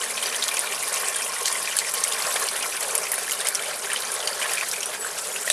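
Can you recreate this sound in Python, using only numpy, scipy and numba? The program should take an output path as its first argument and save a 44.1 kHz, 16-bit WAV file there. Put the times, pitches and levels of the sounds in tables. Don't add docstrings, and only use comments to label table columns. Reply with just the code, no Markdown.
import sys
import numpy as np
from scipy import signal
from scipy.fft import rfft, irfft
from scipy.io import wavfile
from scipy.ndimage import uniform_filter1d
from numba import njit

SR = 44100
rng = np.random.default_rng(int(sys.argv[2]) if len(sys.argv) > 2 else 0)


def generate_wav(signal):
    frames = np.transpose(np.atleast_2d(signal))
    scaled = np.clip(frames, -1, 1) * 32767
    pcm = np.round(scaled).astype(np.int16)
    wavfile.write(sys.argv[1], SR, pcm)


N = 243476


def undb(db):
    return 10 ** (np.asarray(db) / 20)


def level(x, db):
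    return x * undb(db) / np.sqrt(np.mean(x ** 2))


def colour(x, table):
    hz, db = np.transpose(table)
    size = 2 ** 13
    log_hz = np.log(np.fft.rfftfreq(size, 1 / SR) + 1)
    cepstrum = irfft(np.log(undb(np.interp(log_hz, np.log(hz), db))))
    cepstrum[1:size // 2] *= 2
    cepstrum[size // 2 + 1:] = 0
    response = irfft(np.exp(rfft(cepstrum)))
    return signal.fftconvolve(x, response)[:N]


def band(x, low_hz, high_hz):
    return signal.sosfilt(signal.butter(2, [low_hz, high_hz], "band", fs=SR, output="sos"), x)


def sputter(clump_s, spread_db):
    k = int(clump_s * SR)
    steps = np.repeat(undb(spread_db * rng.standard_normal(N // 4)), k)[:N]
    clumps = uniform_filter1d(steps, k)
    return level(clumps * rng.standard_normal(N), 0)


@njit
def bursts(n, rate, s, size, hz, width, t60, tail, rise, noise, push, click):
    out = np.zeros(n)
    for e in range(len(s)):
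        start = int(s[e] * rate)
        band_state, low_state, turns = 0., 0., 0.
        spray = tail[e]
        fade = np.exp(-np.log(1000.) / (t60[e] * rate))
        damping = width[e] / hz[e]
        kick = rate / (2 * np.pi * width[e])
        for i in range(start, min(n, start + int(t60[e] * rate))):
            now_hz = hz[e] * (1 + rise * (1 - spray / tail[e]))
            g = np.tan(np.pi * now_hz / rate)
            drive = spray * np.sqrt(kick) * noise[(i + 7919 * e) % n]
            if i == start:
                drive += click * kick
            if turns < push:
                drive += np.cos(2 * np.pi * turns) * np.cos(.5 * np.pi * turns / push)
                turns += now_hz / rate
            ring = (band_state + g * (drive - low_state)) / (1 + g * (g + damping))
            band_state, low_state = 2 * ring - band_state, low_state + 2 * g * ring
            out[i] += size[e] * damping * ring
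            spray *= fade
    return out


def play(s, db, hz, t60, cycles, tail_db, rise, push=(0, 0)):
    ones = np.ones(len(s))
    spray = sputter(clump_s=.0008, spread_db=3.8)
    return bursts(N, 1. * SR, s, undb(db), hz * ones, hz / cycles * ones, np.clip(t60, .004, .4) * ones,
                  undb(tail_db) * ones, rise, spray, 1. * push[0], float(undb(push[1])))


def tail_under(db, tail):
    _, tail_db, drop_per_db = tail
    return tail_db - drop_per_db * (db + 10)


CRACK_TAIL_DB = -6


def pops(table, tail, push, cycles, crack_db, crack_hz, rise):
    s, db, hz = table
    t60, tail_db = tail[0], tail_under(db, tail)
    cavity = play(s, db, hz, t60, cycles, tail_db, rise, push)
    crack = play(s, db + crack_db, crack_hz, t60, 0.8, tail_db + CRACK_TAIL_DB, 0.)
    return cavity + crack


def notes(table, end_s):
    out, t = np.zeros(N), np.arange(N) / SR
    for s, length, first_hz, last_hz, db in table:
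        ends = np.clip(np.minimum(t - s, s + length - t) / end_s, 0, 1)
        hz = np.interp(t, (s, s + length), (first_hz, last_hz))
        tone = np.sin(2 * np.pi * np.cumsum(hz) / SR)
        out += ends * np.sqrt(2) * undb(db) * tone
    return out


# (pitch [Hz], relative level per Hz [dB])
RUMBLE_TONE = [(15, -28), (25, -12.5), (130, -10.5), (165, -3), (215, -3), (245, 1), (285, -4), (330, 2.5),
               (380, 1.5), (430, -11), (700, -59)]
RUMBLE_DB = -55


def rumble():
    return level(colour(rng.standard_normal(N), RUMBLE_TONE), RUMBLE_DB)


# (start time [s], length [s], first pitch [Hz], last pitch [Hz], level [dB])
HUM_NOTES = [(0, 0.48, 237, 251.4, -58), (1.95, 0.64, 233.6, 256.5, -61)]


def hum():
    return notes(HUM_NOTES, end_s=0.072)


# (start time [s], length [s], first pitch [Hz], last pitch [Hz], level [dB])
BIRD_PEEPS = [(.237, .065, 5930, 5910, -33), (2.24, .07, 7680, 7830, -36), (2.312, .022, 7750, 7600, -35),
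              (2.435, .035, 8200, 7300, -39), (2.687, .058, 5760, 5950, -39.5),
              (4.81, .09, 5450, 6150, -37), (4.972, .03, 7500, 7800, -42), (4.998, .06, 7830, 7920, -29),
              (5.057, .03, 7770, 7600, -33), (5.186, .016, 7850, 7580, -31), (5.203, .018, 7250, 7150, -34),
              (5.208, .04, 7880, 7860, -39), (5.228, .02, 6000, 5600, -39), (5.325, .04, 6820, 7020, -33),
              (5.408, .035, 7450, 7000, -35)]


def bird(echo_db, t60, rough):
    t = np.arange(int(t60 * SR)) / SR
    walls = rng.standard_normal(len(t)) * undb(-60 * t / t60)
    hoarseness = level(uniform_filter1d(rng.standard_normal(N), size=220), 0)
    peeps = notes(BIRD_PEEPS, end_s=0.007) * (1 + rough * hoarseness)
    echo = signal.fftconvolve(peeps, walls / np.linalg.norm(walls))[:N]
    return peeps + undb(echo_db) * echo


# (pitch [Hz], width [Hz], lift ringing freely [dB], lift when loaded [dB])
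STEEL_MODES = [(459, 38, 0.22, 0.75), (605, 15.4, 4.6, 6.7), (1080, 43, 11.3, 3.6), (1336, 11, 0.33, 6.7),
               (1830, 10, 9.5, 0.74), (2060, 9.6, 6.7, 0.33), (2370, 23, 7.8, 4.8), (3070, 59, 1.3, 2.7),
               (4670, 14, 2.8, 4.5)]
# (time [s], load [0 free to 1 loaded])
STEEL_LOAD = [(0, 0.56), (.8, 0.27), (.92, 0.046), (1.6, 0.08), (1.72, 0.42), (1.92, .2), (2.3, 0.29),
              (2.42, 0.55), (2.9, 0.95), (5.52, 1)]
SWAY_S, SWAY_DB = .12, 1.5


def wok(x):
    t = np.arange(N) / SR
    load = np.interp(t, *np.transpose(STEEL_LOAD))
    knots = np.arange(0, t[-1] + SWAY_S, SWAY_S)
    out = x
    for hz, width, free_db, loaded_db in STEEL_MODES:
        sway_db = SWAY_DB * np.interp(t, knots, rng.standard_normal(len(knots)))
        lift = undb(free_db + load * (loaded_db - free_db) + sway_db) - 1
        out = out + lift * signal.lfilter(*signal.iirpeak(hz, hz / width, SR), x)
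    return out


PAN_LOW_HZ = 398


def rim(x):
    return signal.sosfilt(signal.ellip(5, .5, 30, PAN_LOW_HZ, "high", fs=SR, output="sos"), x)


def swarm(count, low_hz, high_hz, spread_db, cycles, t60, hiss_db):
    when, pitch, strength, ring = rng.random((count, 4)).T
    hz = low_hz * (high_hz / low_hz) ** pitch
    db = -spread_db * np.log(strength * 1.3 + 0.1)
    grains = play(when * N / SR, db, hz, t60, cycles * 1.2 ** (ring - .4), -5, 0.017, (3.0, -1))
    hiss = band(rng.standard_normal(N), low_hz, high_hz)
    return level(level(grains, 0) + level(hiss, hiss_db), 0)


# (time [s], gurgle level [dB], fizz level [dB], sizzle level [dB])
SIMMER_LEVELS = [(0.0, -34, -29, -29.5), (0.42, -33.5, -29, -30), (1.0, -33, -29.5, -28),
                 (1.18, -35, -34.5, -30), (1.41, -34, -29.5, -28), (1.83, -35, -30.5, -30.5),
                 (2.38, -30.5, -28, -27.5), (2.72, -36, -30.5, -29.5), (2.93, -30.5, -31.5, -29.5),
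                 (3.2, -34, -31, -30), (3.5, -33.5, -31, -32), (3.75, -32.5, -30.5, -31.5),
                 (3.93, -33, -30, -30), (4.26, -32, -31.5, -31.5), (4.43, -33.5, -29.5, -28.5),
                 (4.7, -35.5, -30, -32), (5.12, -34, -34, -31.5), (5.52, -35, -31.5, -29)]
HEAVE_S, HEAVE_DB = 0.026, 1


def simmer():
    s, *columns = np.transpose(SIMMER_LEVELS)
    gurgle, fizz, sizzle = (undb(np.interp(np.arange(N) / SR, s, c)) for c in columns)
    k = int(HEAVE_S * SR)
    drift = uniform_filter1d(uniform_filter1d(rng.standard_normal(N), k), k)
    heave = level(undb(level(drift, 0) * HEAVE_DB), 0)
    boil = gurgle * swarm(count=1400, low_hz=285, high_hz=1500, spread_db=-3.5, cycles=3.74, t60=0.15, hiss_db=1.0)
    boil += fizz * swarm(count=1600, low_hz=1396, high_hz=5040, spread_db=2.2, cycles=9.9, t60=0.12, hiss_db=-8)
    boil += sizzle * swarm(count=1800, low_hz=5030, high_hz=12630, spread_db=3.5, cycles=5.7, t60=0.047,
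                           hiss_db=-2.5)
    return wok(heave * boil)


def crackle(count, hz, db, spread_db):
    when, strength, pitch = rng.random((count, 3)).T
    tick_db = db - spread_db * np.log(strength + .05)
    return play(when * N / SR, tick_db, hz * 2 ** (2 * pitch - 1), 0.039, 1.3, -11, 0.)


# (start time [s], length [s], first pitch [Hz], last pitch [Hz], level [dB])
STEAM_SQUEAKS = [(.8, .022, 4320, 4280, -40), (.96, .035, 2900, 3050, -42), (1.035, 0.025, 3050, 3000, -33),
                 (1.075, .05, 1750, 1750, -37), (1.11, 0.035, 3350, 3500, -39),
                 (1.145, .03, 3600, 3750, -41), (1.165, .05, 3250, 3120, -36),
                 (1.24, 0.06, 3250, 3080, -40)]


def squeaks():
    return notes(STEAM_SQUEAKS, end_s=0.0042)


# (middle time [s], half length [s], low edge [Hz], high edge [Hz], level [dB])
SURGES = [(0.956, 0.026, 2000, 5300, -28), (1.04, 0.042, 1000, 3300, -31.5),
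          (1.18, 0.068, 1500, 3600, -29.5), (1.472, 0.0099, 2800, 7200, -21),
          (2.284, 0.011, 400, 2020, -29), (2.37, 0.012, 380, 2500, -37), (2.425, 0.019, 380, 1840, -30),
          (2.95, 0.13, 377, 1120, -40.5), (3.462, 0.028, 397, 2520, -29.5), (3.924, 0.016, 503, 2550, -37),
          (4.445, 0.046, 450, 3030, -26.5), (4.535, 0.03, 450, 1500, -36), (4.63, 0.012, 450, 2500, -27)]


def sloshes():
    t, spray, out = np.arange(N) / SR, sputter(clump_s=0.0024, spread_db=4), 0
    for s, half, low_hz, high_hz, db in SURGES:
        swell = np.exp(-((t - s) / half) ** 2)
        out = out + level(band(spray, low_hz, high_hz), db) * swell
    return wok(out)


# (time [s], pitch [Hz], time to fade 60 dB [s])
PAN_THUD = [(2.24, 150, .1)]
THUD_DB = -49


def thud():
    s, hz, t60 = np.transpose(PAN_THUD)
    return play(s, np.full(len(s), THUD_DB), hz, t60, 1.4, 0, 0.)



# (time [s], level [dB], pitch [Hz])
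PLOP_EVENTS = [(.464, -23, 533), (.49, -17, 1180), (.738, -20, 1100), (.8, -24, 543), (.92, -20, 566),
               (1.031, -25, 1080), (1.033, -21, 1200), (1.053, -24, 1150), (1.099, -29, 564),
               (1.09, -23.5, 1080), (1.564, -22, 1070), (1.817, -28, 1180), (1.937, -20, 1180),
               (2.167, -28, 565), (2.211, -22, 880), (2.266, -21, 600), (2.274, -17, 1310),
               (2.311, -28, 560), (2.357, -17, 494), (2.36, -14, 700), (2.419, -23, 1080),
               (2.423, -34, 1290), (2.44, -22, 444), (2.459, -17, 587), (2.513, -17, 1140),
               (2.548, -24, 573), (2.623, -22, 855), (2.64, -22, 690), (2.66, -19, 1020), (2.834, -20, 496),
               (2.89, -27, 510), (2.931, -18.5, 410), (2.945, -22, 465), (2.948, -22, 955),
               (2.981, -35, 590), (3.045, -21, 746), (3.116, -21, 585), (3.028, -27, 477),
               (3.18, -21.5, 597), (3.454, -24, 550), (3.923, -19, 1000), (3.944, -20, 1050),
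               (4.195, -21, 751), (4.405, -23, 1080), (4.511, -19, 675), (5.473, -22, 560),
               (5.501, -10, 600)]
PLOP_TAIL, PLOP_PUSH = (0.15, -16, 0.19), (1.6, -8)


def plops():
    return pops(np.transpose(PLOP_EVENTS), PLOP_TAIL, PLOP_PUSH, cycles=2.5, crack_db=-3.0, crack_hz=1500, rise=0.72)


# (time [s], level [dB])
SNAP_EVENTS = [(.4805, -8), (3.118, -1), (3.4867, 10), (3.5492, 4), (4.416, -10), (4.4275, -10),
               (4.495, -12), (4.6858, -10), (4.76, -12)]
SNAP_HZ = 8500


def snaps():
    s, db = np.transpose(SNAP_EVENTS)
    return play(s, db, SNAP_HZ, .01, 1.4, -14, 0.)


# (time [s], level [dB], pitch [Hz], top edge against that level as heard [dB])
SPIT_EVENTS = [(.04, -10.5, 9900, -15), (0.042, -14, 6440, -25), (.1073, -12, 10280, -20),
               (0.2262, -10.5, 8440, -25), (.357, -11, 10200, -16), (.363, -9, 6700, -28),
               (.4395, -6, 6700, -28), (0.481, -10, 6700, -4), (.4909, -11, 10240, -20),
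               (0.5418, -11, 10100, -18), (.555, -18, 6500, -25), (0.5696, -9, 6240, -22),
               (0.5928, -4.5, 9100, -21), (.598, -14, 9690, -22), (0.8272, -13, 9650, -23),
               (.879, -12, 9250, -2), (.886, -15, 9500, -20), (0.93, -13, 9700, -19), (.94, -10, 6500, -25),
               (0.943, -12, 9800, -2), (.96, -11, 7800, -13), (1.0125, -13.5, 9700, -20),
               (1.085, -5.5, 7900, -22), (1.145, -16, 8600, -17), (1.1597, -10, 9700, -17),
               (1.165, -9, 9600, -18), (1.186, -14, 9050, -22), (1.2203, -13.5, 8500, -21),
               (1.384, -15, 9100, -22), (1.408, -18, 10300, -23), (1.4579, -7, 6660, -34),
               (1.48, -12, 6000, -27), (1.482, -12, 8300, -25), (1.527, -5, 9200, -21),
               (1.575, -21, 9770, -20), (1.601, -16, 9020, -21), (1.768, -4, 9900, -10),
               (1.768, -9, 7850, -28), (1.7887, 3, 7800, -31), (1.879, -16, 7600, -15),
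               (1.895, -12, 10500, -20), (1.913, -18, 7500, -28), (1.919, -14, 9170, -28),
               (1.939, -6.5, 10800, -2), (1.94, -16, 7800, -25), (1.974, -16, 8500, -22),
               (2.006, -16, 8800, -22), (2.02, -19, 6200, -25), (2.038, -1, 6100, -30),
               (2.0407, 0.5, 8550, -27), (2.08, -9.5, 10600, -16), (2.1244, -8, 7100, -22),
               (2.14, -20, 9770, -22), (2.223, -13, 5300, -19), (2.268, -8.5, 5100, -21),
               (2.311, -16, 11500, -3), (2.3417, -9, 9450, -15), (2.3624, -13, 6700, -18),
               (2.3985, -14, 9500, 3), (2.414, -13, 10410, -10), (2.426, -10, 6540, -25),
               (2.441, -11, 9700, -15), (2.4687, -13, 9050, -9), (2.487, -13, 5730, -7),
               (2.565, -14, 10100, -22), (2.626, -8.5, 5650, -20), (2.767, -12, 10270, -22),
               (2.807, -11, 11200, -12), (2.8316, -10, 7800, -25), (2.9524, -1, 10800, -24),
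               (2.954, -6.5, 7300, -28), (2.979, -4, 8900, -31), (3.118, -10, 10900, 5),
               (3.14, -10, 10200, -3), (3.18, -14, 10500, -31), (3.188, -11, 9600, -7),
               (3.289, -15, 5950, -25), (3.296, -13, 10450, -13), (3.31, -7, 7200, -8),
               (3.318, -11, 6370, -25), (3.3195, -14, 9070, -6), (3.3246, -8.5, 11500, 0),
               (3.3897, -17.5, 9900, -20), (3.405, -12.5, 8900, -21), (3.449, -15, 8750, -19),
               (3.4712, -8, 7200, -21), (3.4723, -12, 9000, -15), (3.4863, -5, 10500, -4),
               (3.549, -13, 9900, -26), (3.5534, -3.5, 5750, -25), (3.758, -15, 10900, -17),
               (3.859, -15, 6800, -25), (3.9324, -8.5, 9000, -21), (3.988, -25, 11200, -15),
               (4.005, -14, 11000, -13), (4.1193, -9.5, 9500, -10), (4.117, -14.5, 6540, -25),
               (4.1409, -9.5, 10200, -16), (4.192, -17, 6800, -25), (4.274, -20, 9450, -24),
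               (4.277, -10.5, 6600, -27), (4.5356, -11, 9200, -3), (4.536, -11, 7000, -25),
               (4.553, -16, 9730, -23), (4.632, -17, 10800, -18), (4.686, -16, 10500, 1),
               (4.687, -15, 7660, -22), (4.7142, -7, 5430, -24), (4.722, -15, 11200, -15),
               (4.7322, -13, 7700, -22), (4.736, -13, 5800, -25), (4.76, -15, 7480, -19),
               (4.8065, -11, 6400, -25), (4.83, -13.5, 6800, -25), (4.858, -10, 9400, -26),
               (5.187, -11, 7300, -23), (5.3287, -25, 9400, -10), (5.4112, -14, 7900, -21),
               (5.463, -15, 11000, -18), (5.5, -2, 6240, -30), (5.501, -2, 10300, -25),
               (5.5027, 3, 8300, -25), (5.516, -5, 8000, -22)]
SPIT_TAIL, SPIT_PUSH = (0.059, -12.5, 0.18), (4.2, -6)


def spits(edge_hz):
    s, db, hz, edge_db = np.transpose(SPIT_EVENTS)
    mic_db = np.interp(edge_hz, *np.transpose(MIC_TONE))
    edge = play(s, db + edge_db - mic_db, edge_hz, SPIT_TAIL[0], 3.7, tail_under(db, SPIT_TAIL), 0.)
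    return edge + pops((s, db, hz), SPIT_TAIL, SPIT_PUSH, cycles=6.1, crack_db=6.5, crack_hz=6600, rise=0.)


# (time [s], level [dB], cavity pitch [Hz])
BUBBLE_EVENTS = [(0.014, -16, 3000), (.034, -23, 4300), (0.035, -20, 1870), (0.061, -28, 1730),
                 (.103, -22, 2140), (.172, -16.5, 3430), (0.178, -16, 2630), (.18, -19, 3500),
                 (0.228, -12, 3070), (.24, -23, 4260), (0.259, -11.5, 4670), (0.261, -20, 3000),
                 (0.271, -23, 1810), (.325, -18, 5500), (0.329, -20, 2630), (0.346, -13, 3080),
                 (.356, -22, 1880), (0.423, -14, 3260), (0.4252, -8, 3830), (.4394, -15, 4540),
                 (0.4816, -13, 4200), (0.4876, -13, 3250), (.5131, -18, 2370), (0.5677, -21, 3280),
                 (.571, -12, 2550), (.582, -20, 4440), (0.672, -18.5, 2370), (.723, -17, 2750),
                 (.755, -18, 5350), (.779, -23, 2720), (0.834, -19.5, 2230), (0.898, -23, 4770),
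                 (0.953, -23, 2370), (.964, -31, 1650), (.97, -18, 2750), (1.003, -20, 4770),
                 (1.093, -20, 2490), (1.1465, -17.5, 3200), (1.161, -20, 1630), (1.195, -20.5, 1900),
                 (1.207, -22.5, 1550), (1.222, -21, 2450), (1.285, -25, 2040), (1.32, -27, 1610),
                 (1.22, -19, 4660), (1.2635, -19, 2710), (1.321, -22, 4770), (1.364, -20, 1950),
                 (1.457, -9, 4400), (1.455, -19, 3100), (1.478, -21, 2000), (1.4813, -12, 4200),
                 (1.552, -21, 3000), (1.554, -18, 2070), (1.655, -19, 3370), (1.656, -17, 4760),
                 (1.675, -13.5, 2460), (1.713, -18, 2800), (1.719, -25, 2930), (1.7237, -23, 3130),
                 (1.768, -18.5, 1680), (1.777, -22, 3050), (1.788, -6, 4250), (1.794, -13, 4260),
                 (1.8165, -18.5, 1960), (1.8465, -16, 2120), (1.886, -16, 5350), (1.893, -21, 5700),
                 (1.954, -14, 5550), (1.979, -15, 4360), (2.05, -18, 2080), (2.073, -21, 2940),
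                 (2.1213, -14.5, 3500), (2.135, -12.5, 4970), (2.202, -20, 2100), (2.222, -14.5, 4320),
                 (2.251, -19, 2490), (2.314, -21, 3480), (2.3125, -21, 1580), (2.337, -25, 4500),
                 (2.358, -19.5, 1580), (2.361, -15, 3400), (2.364, -16.5, 2200), (2.427, -19.5, 1500),
                 (2.471, -23, 1680), (2.478, -17, 2880), (2.4867, -11.5, 4470), (2.557, -21.5, 2890),
                 (2.591, -23, 5800), (2.628, -14.5, 2900), (2.724, -20.5, 2510), (2.827, -17, 4260),
                 (2.89, -26, 1500), (2.903, -20.5, 2370), (2.952, -19.5, 2240), (3.04, -17, 5570),
                 (3.055, -20.5, 2060), (3.068, -18.5, 2500), (3.118, -21, 2070), (3.1342, -18.5, 1800),
                 (3.18, -22.5, 1560), (3.227, -22, 4600), (3.2789, -19, 1740), (3.296, -18, 2130),
                 (3.318, -17, 3000), (3.334, -17, 4000), (3.404, -18, 3800), (3.412, -18, 3500),
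                 (3.448, -22, 3780), (3.453, -18.5, 2090), (3.462, -17, 5000), (3.469, -15, 3100),
                 (3.593, -19, 2240), (3.595, -21, 3060), (3.618, -29, 1600), (3.624, -19, 3520),
                 (3.6356, -19, 2140), (3.696, -22, 3150), (3.711, -28, 4800), (3.71, -22, 1580),
                 (3.733, -22, 2540), (3.844, -24, 1830), (3.871, -23, 1580), (3.902, -19, 2440),
                 (3.9002, -17.5, 1760), (3.906, -19.5, 1720), (3.9175, -14.5, 2870), (3.928, -21, 2200),
                 (3.934, -22, 1610), (3.938, -22, 1570), (3.9606, -14, 3060), (4.022, -18, 3900),
                 (4.1004, -22, 1560), (4.203, -15.5, 3450), (4.227, -20, 3000), (4.274, -8.5, 4480),
                 (4.2768, -14.5, 3060), (4.33, -16.5, 4700), (4.4163, -20, 2900), (4.416, -16, 2090),
                 (4.422, -15, 2980), (4.4272, -15, 2330), (4.447, -29, 1500), (4.455, -26, 1680),
                 (4.458, -29, 2020), (4.4945, -16, 2500), (4.494, -23, 3140), (4.535, -21, 3070),
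                 (4.5474, -21, 1680), (4.553, -20, 5000), (4.5727, -15.5, 2460), (4.572, -23, 2980),
                 (4.581, -16, 2400), (4.6108, -12.5, 2480), (4.63, -20, 1840), (4.729, -22, 1580),
                 (4.762, -21.5, 2390), (4.83, -17.5, 2960), (4.832, -18, 5530), (4.949, -21, 1590),
                 (5.011, -30, 1600), (5.047, -20, 1520), (5.064, -23.5, 1650), (5.18, -18, 5700),
                 (5.362, -13.5, 2670), (5.4768, -12, 1870), (5.501, -12, 1800), (5.501, -9, 2660),
                 (5.5015, 2, 3670)]
BUBBLE_TAIL, BUBBLE_PUSH = (0.075, -8, 0.08), (9, -4)


def bubbles():
    return pops(np.transpose(BUBBLE_EVENTS), BUBBLE_TAIL, BUBBLE_PUSH, cycles=5.4, crack_db=4.5, crack_hz=3400,
                rise=0.059)


def scene():
    loud = bubbles() + spits(edge_hz=13000) + plops() + snaps()
    loud = loud + crackle(count=350, hz=3800, db=-25, spread_db=3.5)
    pan = rim(wok(loud) + simmer() + sloshes())
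    background = rumble() + hum() + bird(echo_db=-8, t60=.3, rough=.3)
    return (pan + thud() + squeaks() + background)[None]


@njit
def duck(x, top, ratio, attack, release):
    y, follower = np.empty(len(x)), 0.
    for i in range(len(x)):
        a = abs(x[i])
        follower += (a - follower) * (attack if a > follower else release)
        y[i] = x[i] * min(1., (top / (follower + 1e-9)) ** (1 - 1 / ratio))
    return y


# (pitch [Hz], gain [dB])
MIC_TONE = [(200, 2.5), (400, -3), (1000, -3), (4000, -6), (7000, -4), (9800, 2), (11500, -3),
            (13500, -10.5), (14800, -21), (15600, -34), (16300, -37)]
TOP_HZ = 16400
ATTACK_S, RELEASE_S = 0.0005, 0.022


def record(dry):
    heard = duck(colour(dry[0], MIC_TONE), undb(-12), 4.9, 1 / (ATTACK_S * SR), 1 / (RELEASE_S * SR))
    rounded = 1.2 * np.tanh(heard / 1.2)
    return signal.sosfilt(signal.ellip(8, .2, 70, TOP_HZ, fs=SR, output="sos"), rounded)[None]


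dry = scene()
out = record(dry)
generate_wav(out)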